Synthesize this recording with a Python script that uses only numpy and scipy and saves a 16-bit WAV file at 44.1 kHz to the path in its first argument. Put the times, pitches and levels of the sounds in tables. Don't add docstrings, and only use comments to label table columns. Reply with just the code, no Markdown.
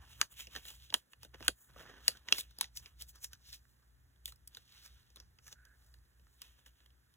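import sys
import numpy as np
from scipy import signal
from scipy.fft import rfft, irfft, next_fast_len
from scipy.io import wavfile
from scipy.ndimage import uniform_filter1d, map_coordinates

SR = 44100
rng = np.random.default_rng(int(sys.argv[2]) if len(sys.argv) > 2 else 0)


def to_wav(s):
    ch = np.atleast_2d(s).T
    pcm = np.round(np.clip(ch, -1, 1) * 32767)
    wavfile.write(sys.argv[1], SR, pcm.astype(np.int16))


N = 315787

# frequency_hz, level_db
FINGER_SPECTRUM = [(60, -15.5), (150, 1), (300, -2.5), (600, -5), (1250, -1), (1750, 3), (2400, -19),
                   (5000, -42)]
# frequency_hz, level_db
POCKET_SPECTRUM = [(300, -15), (700, -9), (1100, -7.5), (1400, 2.5), (2300, -1), (3000, -9.5), (5000, -27)]


def amp(db):
    return 10 ** (np.asarray(db) / 20)


def unit(x):
    return x / np.sqrt(np.mean(x ** 2) + 1e-20)


def along(points, hz):
    knots_hz, values = np.transpose(points)
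    return np.interp(np.log(hz + 1), np.log(knots_hz + 1), values)


def bump(hz, centre_hz, octaves):
    return np.exp(-(np.log2((hz + 1) / centre_hz) / octaves) ** 2)


def curves(rows):
    time_s, *columns = np.transpose(rows)
    return [np.interp(np.arange(N) / SR, time_s, column) for column in columns]


def wobble(per_s):
    knots = rng.standard_normal(int(N * per_s / SR) + 4)
    return map_coordinates(knots, [np.arange(N) * per_s / SR])


def filtered(x, response):
    size = next_fast_len(N + SR // 2)
    return irfft(rfft(x, size) * response(np.fft.rfftfreq(size, 1 / SR)), size)[..., :N]


def shaped(x, spectrum):
    return unit(filtered(x, lambda hz: amp(along(spectrum, hz))))


def causal(gain_db):
    cepstrum = irfft(np.log(amp(gain_db)))
    size = len(cepstrum)
    cepstrum[1:size // 2] *= 2
    cepstrum[size // 2 + 1:] = 0
    return np.exp(rfft(cepstrum))


def room_tone():
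    # time_s, level_db
    levels = [(0, -59), (1.2, -65.5), (1.5, -56), (2.2, -66.5), (2.7, -63.5), (4.2, -66), (5.4, -65),
              (6.3, -69), (7.16, -69)]
    # time_s, half_length_s, depth_db
    dips = [(0.296, 0.028, 19), (1.084, 0.084, 22), (1.61, 0.076, 25.5)]
    # pitch_hz, level_db re base, share of the wavering followed
    mains_lines = [(59.1, -5, 0.96), (119.9, -12.5, .5)]
    # frequency_hz, level_db
    rumble_spectrum = [(15, -33.5), (25, -21), (40, -10), (58, 10), (75, -0.5), (100, -8), (150, -12),
                       (250, -28), (600, -51)]
    hiss_spectrum = [(100, 7), (190, 17), (400, 10.5), (560, 5), (1150, 6), (1750, 12), (2200, 1),
                     (5000, -4), (12000, -1), (15600, -6.5), (16100, -23.5)]
    # frequency_hz, side_to_mid_ratio
    width = [(60, 0.2), (130, 0.1), (300, 1), (900, 1), (1700, 0.96), (2400, 0.98), (4500, 0.082),
             (15000, .35)]
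    t = np.arange(N) / SR
    base_db, = curves(levels)
    dip_db = sum(db * np.exp(-((t - s) / half_s) ** 4) for s, half_s, db in dips)
    waver_db = 2.5 * wobble(per_s=12) - dip_db
    hum = 0
    for pitch_hz, db, share in mains_lines:
        tone = np.sqrt(2) * np.sin(2 * np.pi * (pitch_hz * t + rng.random()))
        hum += amp(base_db + db + share * waver_db) * tone
    rumble = amp(base_db + waver_db - 2.5) * shaped(rng.standard_normal((2, N)), rumble_spectrum)
    hiss = amp(-77.5) * shaped(rng.standard_normal((2, N)), hiss_spectrum)
    mid, side = rumble + hiss
    mid = filtered(mid, lambda hz: 1 / np.hypot(1, along(width, hz)))
    side = filtered(side, lambda hz: along(width, hz) / np.hypot(1, along(width, hz)))
    return hum + np.array([mid + side, mid - side])


def swell(t, peak_s, rise_s, fall_s, drop_db=21.5, roundness=1.026):
    away = np.maximum((peak_s - t) / rise_s, (t - peak_s) / fall_s)
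    return -drop_db * np.clip(away, 0, 9) ** roundness


def handling(steps=4000):
    # peak_s, rise_s, fall_s, rub_db, murmur_db re rub, edge_db re rub, span_resonance_hz
    strokes = [ (0.025, 0.052, 0.093, -66.5, 3.5, -5, 2780), (0.113, .07, 0.15, -61.5, -8, -1.5, 3070),
               (0.218, 0.042, 0.042, -54, 1.5, 2, 3060), (0.323, 0.024, 0.023, -63, -2, 9, 2900),
               (0.404, .052, 0.062, -47, -15.5, -2, 2740), (0.56, 0.063, 0.068, -49, -8.5, -5, 2900),
               (0.687, 0.089, .115, -53.5, -12, 0.5, 3220), (0.835, .1, .11, -60.5, -17.5, -4.5, 3500),
               (0.952, 0.037, 0.059, -58, -5.5, 4, 3200), (1.125, 0.034, 0.021, -74.5, -8, 7.5, 2980),
               (1.241, 0.036, 0.036, -59.5, -13, -2.5, 3000), (1.345, 0.012, 0.029, -59, 4, -14, 2840),
               (1.465, 0.095, 0.029, -54.5, -3.5, -3.5, 2840), (1.625, 0.13, 0.13, -84, 7, 20.5, 2840),
               (1.699, 0.0238, 0.02, -70, 4, -15.5, 2900), (1.805, 0.079, 0.081, -58.5, 2.5, -5, 3060),
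               (1.889, .17, .32, -63, 4.5, -11, 3000), (2.079, .085, 0.12, -54, -8.5, -4, 3460),
               (2.159, 0.095, 0.076, -77, 12, -5.5, 2970), (2.288, .035, 0.083, -58, 1.5, -5.5, 3010),
               (2.346, 0.053, 0.11, -48.5, -10, -5.5, 3010), (2.402, 0.078, 0.022, -43, -20.5, 2, 3960),
               (2.511, 0.032, 0.037, -67, -26, -10.5, 4080), (2.629, 0.054, 0.055, -50, -10, -10, 4140),
               (2.771, 0.025, 0.038, -50, -32.5, 0, 5830), (2.861, 0.13, 0.075, -63, -6.5, -2.5, 2680),
               (3.017, 0.035, 0.033, -51.5, -15.5, -0.5, 4370), (3.097, .03, 0.022, -60.5, -21, 7.5, 4550),
               (3.158, 0.029, 0.041, -61, -5.5, -5, 4960), (3.242, 0.034, 0.035, -50.5, -18, 3, 6040),
               (3.336, 0.033, 0.036, -59.5, -5, -6, 5000), (3.491, 0.082, 0.092, -57.5, -20, -3, 4650),
               (3.545, .032, 0.031, -50.5, -18.5, -2.5, 4620), (3.7, .3, 0.32, -83.5, -9.5, 5.5, 4410),
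               (3.83, .03, .05, -84, 4.5, -2, 4400), (4.279, 0.029, 0.044, -53.5, -20, 2.5, 3594),
               (4.57, 0.077, 0.061, -63.5, -7.5, -4, 3564), (4.771, 0.25, 0.41, -63, -16, -6, 3620),
               (4.857, 0.072, 0.045, -61, -26, -0.5, 5000), (5.19, 0.056, 0.096, -68, -2.5, -20, 5260),
               (5.48, 0.055, 0.041, -58, -9, -1.5, 6690), (5.525, 0.022, 0.019, -53.5, -7.5, -2.5, 6700),
               (5.85, .35, .4, -80, -0.5, 4, 4500), (6.35, 0.35, .5, -81.5, -10, 4, 3990),
               (6.428, 0.053, 0.2, -63, -10, -4.5, 3020), (6.59, 0.073, 0.067, -74.5, -4, -2.5, 3037),
               (6.667, 0.019, 0.049, -64, -7, -1, 2970), (6.82, 0.13, 0.11, -75, -6.5, -4.5, 3010)]
    # rub_db, murmur_db re rub, edge_db re rub, span_resonance_hz
    held = (-87, -8.5, 2, 4006)
    t = np.linspace(0, N / SR, steps)
    rub_db, murmur_db, edge_db, span_hz = np.array([row[3:] for row in strokes] + [held]).T[..., None]
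    swells_db = np.array([swell(t, *row[:3]) for row in strokes] + [0 * t])
    power = amp(rub_db + swells_db) ** 2
    levels_db = [10 * np.log10(np.sum(power * amp(db) ** 2, axis=0)) for db in (0, murmur_db, edge_db)]
    mean_span_hz = np.sum(power * span_hz, axis=0) / power.sum(axis=0)
    return curves(np.transpose([t, *levels_db, mean_span_hz]))


def friction(spectrum, slips_per_s, spread_db, smooth):
    caught = rng.random(N) < slips_per_s / SR
    strength, sign, hiss = rng.standard_normal((3, N))
    slips = np.zeros(N)
    slips[caught] = amp(spread_db * np.minimum(strength[caught], 2.5)) * np.sign(sign[caught])
    return shaped(unit(slips) + smooth * hiss, spectrum)


def flexing(x, span_hz, ring_db, patchy_db, octaves=0.5, size=512):
    hz, t, frames = signal.stft(x, SR, nperseg=size)
    centre_hz = np.interp(t, np.arange(N) / SR, span_hz)
    drift = rng.standard_normal(frames.shape)
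    for _ in range(2):
        drift = uniform_filter1d(uniform_filter1d(drift, size=3, axis=0), size=14, axis=1)
    gain = amp(ring_db * bump(hz[:, None], centre_hz, octaves) + patchy_db * unit(drift))
    power = np.mean(abs(frames) ** 2, axis=1, keepdims=True)
    gain /= np.sqrt(np.sum(power * gain ** 2, axis=0) / power.sum())
    return signal.istft(frames * gain, SR, nperseg=size)[1][:N]


def sliding(rub_db, murmur_db, edge_db, span_hz):
    # frequency_hz, level_db
    rub_spectrum = [(600, -31.5), (1200, -18), (1700, -4), (2300, 0.5), (2900, 3), (3900, 2.5), (5000, 0),
                    (6200, 4.5), (8500, -26), (14000, -40)]
    edge_spectrum = [(3500, -30.5), (6000, -9), (7000, 2), (8800, 0), (11500, -2), (15300, 2), (15900, -10),
                     (16400, -26)]
    murmur = friction(FINGER_SPECTRUM, slips_per_s=500, spread_db=4, smooth=0.8)
    rub = friction(rub_spectrum, slips_per_s=600, spread_db=4.5, smooth=1.1)
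    edge = friction(edge_spectrum, slips_per_s=1500, spread_db=5, smooth=1.2)
    murmur = flexing(murmur, span_hz, ring_db=0, patchy_db=1.8)
    rub = flexing(rub, span_hz, ring_db=8, patchy_db=0.5)
    edge = flexing(edge, span_hz, ring_db=3.5, patchy_db=-1.0)
    judder_db = wobble(per_s=90)
    return amp(judder_db) * (amp(murmur_db) * murmur + amp(rub_db) * rub + amp(edge_db) * edge)


def burst(gain_db, t60_s, kick, give_db, slow_s=0.0018, size=3072):
    t = (np.arange(size) - size // 4) / SR
    envelope = amp(np.where(t < 0, give_db + 60 * t / 0.005, -60 * t / t60_s))
    waves = rng.standard_normal(size) * envelope
    waves[size // 4] += kick
    hz = np.fft.rfftfreq(size, 1 / SR)
    lag_cycles = slow_s * (2 * np.sqrt(1000 * hz) - hz * np.sqrt(1000 / 12000))
    x = irfft(rfft(waves) * causal(gain_db(hz)) * np.exp(-2j * np.pi * lag_cycles))
    return x / np.linalg.norm(x) * np.sqrt(SR / 200)


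def touches(per_s=14):
    out = np.zeros(N + SR)
    for when, strength, pitch in rng.random((round(per_s * N / SR), 3)):
        pitch_hz = 300 * 7 ** pitch
        tap = burst(lambda hz: along(FINGER_SPECTRUM, hz) / 2 + 14 * bump(hz, pitch_hz, 0.17),
                    t60_s=0.041, kick=3, give_db=-14)
        out[int(when * N):][:len(tap)] += amp(-83.5 + 2.3 * strength ** 2) * tap
    return out[:N]


def buckling(rows):
    # frequency_hz, level_db
    ring_spectrum = [(1000, -48), (1700, -17.5), (2300, -4), (2800, 3), (4700, 5.5), (6800, -2.5),
                     (9000, -23.5), (14000, -43.5)]
    knock_spectrum = [(350, -44.5), (650, -21), (850, -5), (1100, -1), (1900, 1), (2400, -8), (4000, -41)]
    thump_spectrum = [(50, -12.5), (130, -7), (330, -1.5), (480, 0), (700, -3.5), (1000, -19.5),
                      (1800, -50)]
    crack_spectrum = [(3500, -33), (6000, -4.5), (7200, -3), (8800, 6), (11000, -1.5), (15500, -9),
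                      (16500, -25.5)]
    out = np.zeros(N + SR)
    for start_s, level_db, ring_hz, knock_db, knock_hz, thump_db, crack_db in rows:
        soft = 1 + 0.45 * np.clip((-39 - level_db) / 20, 0, 1)
        ring = burst(lambda hz: along(ring_spectrum, hz) + 10 * bump(hz, ring_hz, 0.22),
                     t60_s=0.014 * soft, kick=4 / soft, give_db=-15.5)
        knock = burst(lambda hz: along(knock_spectrum, hz) + 11 * bump(hz, knock_hz, 0.21),
                      t60_s=0.013 * soft, kick=7 / soft, give_db=-12)
        thump = burst(lambda hz: along(thump_spectrum, hz), t60_s=0.065, kick=9, give_db=-24)
        sparkle_db = 8 * np.clip((-23 - level_db) / 20, 0, 1)
        crack = burst(lambda hz: along(crack_spectrum, hz) + sparkle_db * bump(hz, 14000, 0.3),
                      t60_s=0.012 * soft, kick=5 / soft, give_db=-21.5)
        snap = ring + amp(knock_db) * knock + amp(thump_db) * thump + amp(crack_db) * crack
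        out[round(start_s * SR) - len(snap) // 4:][:len(snap)] += amp(level_db) * snap
    return out[:N]


def crinkles(rub_db, span_hz, per_s=10, scatter_db=4):
    count = round(per_s * N / SR)
    starts = rng.integers(SR // 20, N, count)
    rows = []
    for i, (strength, pitch, hollow) in zip(starts, rng.standard_normal((count, 3))):
        level_db = rub_db[i] - 0.5 + scatter_db * strength
        ring_hz = span_hz[i] * 2 ** (0.3 * pitch)
        knock_hz = 1500 * 2 ** (0.4 * hollow)
        rows.append((i / SR, level_db, ring_hz, -8, knock_hz, -16, -5))
    return buckling(rows)


def snaps():
    # start_s, level_db, ring_hz, knock_db, knock_hz, thump_db, crack_db (parts re level_db)
    buckles = [(0.2137, -23, 6900, -6.5, 1136, -37, -7), (0.2273, -50.5, 4780, 7, 1702, -12, -5),
               (0.4703, -50, 2520, -18, 2020, -11, -10), (0.551, -48, 2980, 1, 1630, -7, -12.5),
               (0.561, -41, 3350, -1.5, 1750, -9.5, -24.5), (0.8968, -62, 3450, -7, 1590, -22, -14),
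               (0.9022, -48, 3400, -24, 2070, -18, -16), (0.9247, -52.5, 2500, 3, 875, -2, -16),
               (0.9405, -23, 3170, -13, 964, -21.5, -5.5), (0.9466, -42, 2860, 0.5, 1657, -16, -13),
               (1.1328, -55, 2670, -4, 1890, -19, -11.5), (1.2315, -51, 5300, -8.5, 820, -15, -3.5),
               (1.2481, -53.5, 3800, -10, 1530, -4, -6.5), (1.3433, -57, 2520, 0, 810, 4.5, -11),
               (1.4057, -59.5, 2350, 4, 800, 10.5, -5), (1.4257, -49.5, 2680, -3.5, 1590, -13, -12),
               (1.4494, -56.5, 2710, -21, 1680, -28, 4.5), (1.4808, -22.5, 2960, -6, 1463, -16, -2.5),
               (1.761, -71, 2890, 13, 1210, 17, -14), (1.8952, -59.5, 2930, -32, 1620, 3.5, -13.5),
               (2.0806, -20, 4620, -17, 1800, -25.5, -3.5), (2.1703, -56.5, 3200, -15.5, 970, -36, -7),
               (2.2853, -40, 2850, -1.5, 2030, -22, -25.5), (2.3239, -17.5, 2790, -17.5, 1340, -26, -12),
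               (2.383, -37.5, 4750, -8, 2270, -18.5, -1), (2.408, -43, 3670, -31, 1290, -26.5, 2.5),
               (2.5859, -47, 4600, -19, 873, -11.5, -1), (2.6106, -29, 3820, -10.5, 946, -38, 0.5),
               (2.6416, -44.5, 3700, -10, 1960, -40.5, -17), (2.772, -41, 5800, -23, 2080, -44.5, -5.5),
               (2.859, -50.5, 2540, -14, 2110, -21, -21.5), (3.0099, -52.5, 3230, -16.5, 2070, -25.5, -2.5),
               (3.0214, -47.5, 5470, -36, 1430, -22.5, 3.5), (3.156, -63.5, 4950, -3.5, 1436, -18.5, 2),
               (3.2435, -41.5, 5910, -15, 1770, -28, 0.5), (3.3318, -49.5, 6250, -9, 1550, -30, -4),
               (3.5288, -47.5, 3883, -15, 1776, -30, -4.5), (3.652, -80, 2755, 10.5, 1594, -7, -11.5),
               (4.16, -76, 3447, -15, 1600, -14.5, -6), (4.2571, -39.5, 3620, -32, 2070, -42, 0),
               (4.3216, -56.5, 4270, -6.5, 1296, -21.5, -0.5), (4.359, -70, 5040, -17.5, 1515, -21.5, 2.5),
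               (4.4754, -57.5, 4850, -24.5, 1575, -31, 9.5), (4.5478, -49.5, 4870, -23.5, 974, -28.5, -11),
               (4.5701, -47, 3750, -9.5, 1490, -18.5, -9), (4.722, -60.5, 3950, -18, 1210, -17.5, -8),
               (4.8603, -56.5, 5150, -7, 2030, -32, 0.5), (5.102, -67, 6150, -13.5, 1800, -11, -8.5),
               (5.1596, -54, 3900, -15, 1080, -17, -1.5), (5.1688, -57, 3410, -10, 1124, -10, -6),
               (5.2004, -52, 5800, -15, 874, -18, -11.5), (5.3869, -61.5, 2586, -6.5, 1357, -17, -16),
               (5.4791, -60.5, 6550, 3.5, 1690, -20.5, 4), (5.5272, -50.5, 6700, -14.5, 1667, -17, -9),
               (5.6516, -62.5, 6330, -9, 1572, -23, -3.5), (5.9401, -61, 4050, -6, 1684, -20.5, -5.5),
               (6.1958, -72.5, 2700, -11, 834, -4, -8.5), (6.2672, -77.5, 2670, 7, 1277, -3, -9),
               (6.4178, -48, 5460, -14, 1238, -39, 1), (6.6619, -60, 2914, -2, 1820, -21.5, -4),
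               (6.8033, -68.5, 2960, -3.5, 1790, -14, -14.5), (6.8598, -63.5, 3360, -7.5, 2090, -17.5, -6),
               (6.904, -72, 2880, -10, 1804, -13.5, -19.5), (7.139, -71, 3185, -13.5, 826, -25, -2.5)]
    return buckling(buckles)


def dragging(span_hz):
    # peak_s, rise_s, fall_s, level_db
    drags = [(4.751, 0.083, 0.093, -71.5), (4.86, .06, 0.059, -66), (4.99, .12, 0.17, -77.5)]
    t = np.arange(N) / SR
    speed = sum(amp(db + swell(t, peak_s, rise_s, fall_s)) for peak_s, rise_s, fall_s, db in drags)
    rasp = friction(POCKET_SPECTRUM, slips_per_s=1100, spread_db=1.5, smooth=0.84)
    rasp = flexing(rasp, span_hz, ring_db=-3.5, patchy_db=1.0)
    return speed * amp(1.03 * wobble(per_s=66)) * rasp


def squeezing(start_s=5.57, end_s=5.735, fade_s=0.04, level_db=-69.5, from_hz=1540, to_hz=1637):
    t = np.arange(N) / SR
    grip = np.clip(1 + np.minimum(t - start_s, end_s - t) / fade_s, 0, 1)
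    film_hz = np.interp(t, [start_s, end_s], [from_hz, to_hz])
    rub = friction(POCKET_SPECTRUM, slips_per_s=1100, spread_db=2.5, smooth=0.89)
    envelope = amp(level_db + 1.5 * wobble(per_s=80)) * grip
    return envelope * flexing(rub, film_hz, ring_db=19.5, patchy_db=-0.5, octaves=0.24)


def reflections(x, delay_s=0.0028, width=0.35, size=256):
    # frequency_hz, t60_s
    decay = [(200, 0.08), (1500, 0.067), (5000, 0.1), (15000, 0.11)]
    hz, t, frames = signal.stft(rng.standard_normal((2, SR // 3)), SR, nperseg=size)
    tails = signal.istft(frames * amp(-60 * t / along(decay, hz)[:, None]), SR, nperseg=size)[1]
    tails = np.pad(tails / np.linalg.norm(tails[0]), ((0, 0), (round(delay_s * SR), 0)))
    mid, side = signal.fftconvolve(x[None], tails, axes=1)[:, :N]
    return np.array([mid + width * side, mid - width * side]) / np.hypot(1, width)


def scene():
    rub_db, murmur_db, edge_db, span_hz = handling()
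    paper = sliding(rub_db, murmur_db, edge_db, span_hz) + dragging(span_hz) + squeezing() + touches()
    paper = paper + snaps() + crinkles(rub_db, span_hz)
    return paper + amp(-16.5) * reflections(paper) + room_tone()


def record(dry, top_hz=16700):
    # frequency_hz, left_lead_rad
    port_phase = [(0, 0), (70, 0), (120, -.5), (170, -1), (280, -1), (400, -.6), (700, -1.1), (1000, -.45),
                  (1550, .3), (2300, 1.5), (3400, 1.4), (4600, 3.1), (8950, 9.4), (13250, 15.7),
                  (17000, 20.5)]
    # frequency_hz, left_minus_right_db
    port_balance = [(100, 0), (400, 0), (750, -3), (1100, 0), (2000, -7), (2900, -5.5), (3800, 0),
                    (16000, 0)]

    def ports(hz):
        lead_rad = np.interp(hz, *np.transpose(port_phase))
        left = amp(along(port_balance, hz) / 2) * np.exp(0.5j * lead_rad)
        pair = np.array([left, 1 / left])
        return pair / np.sqrt(np.mean(abs(pair) ** 2, axis=0)) * (hz < top_hz)
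    return filtered(dry, ports)


dry = scene()
out = record(dry)
to_wav(out)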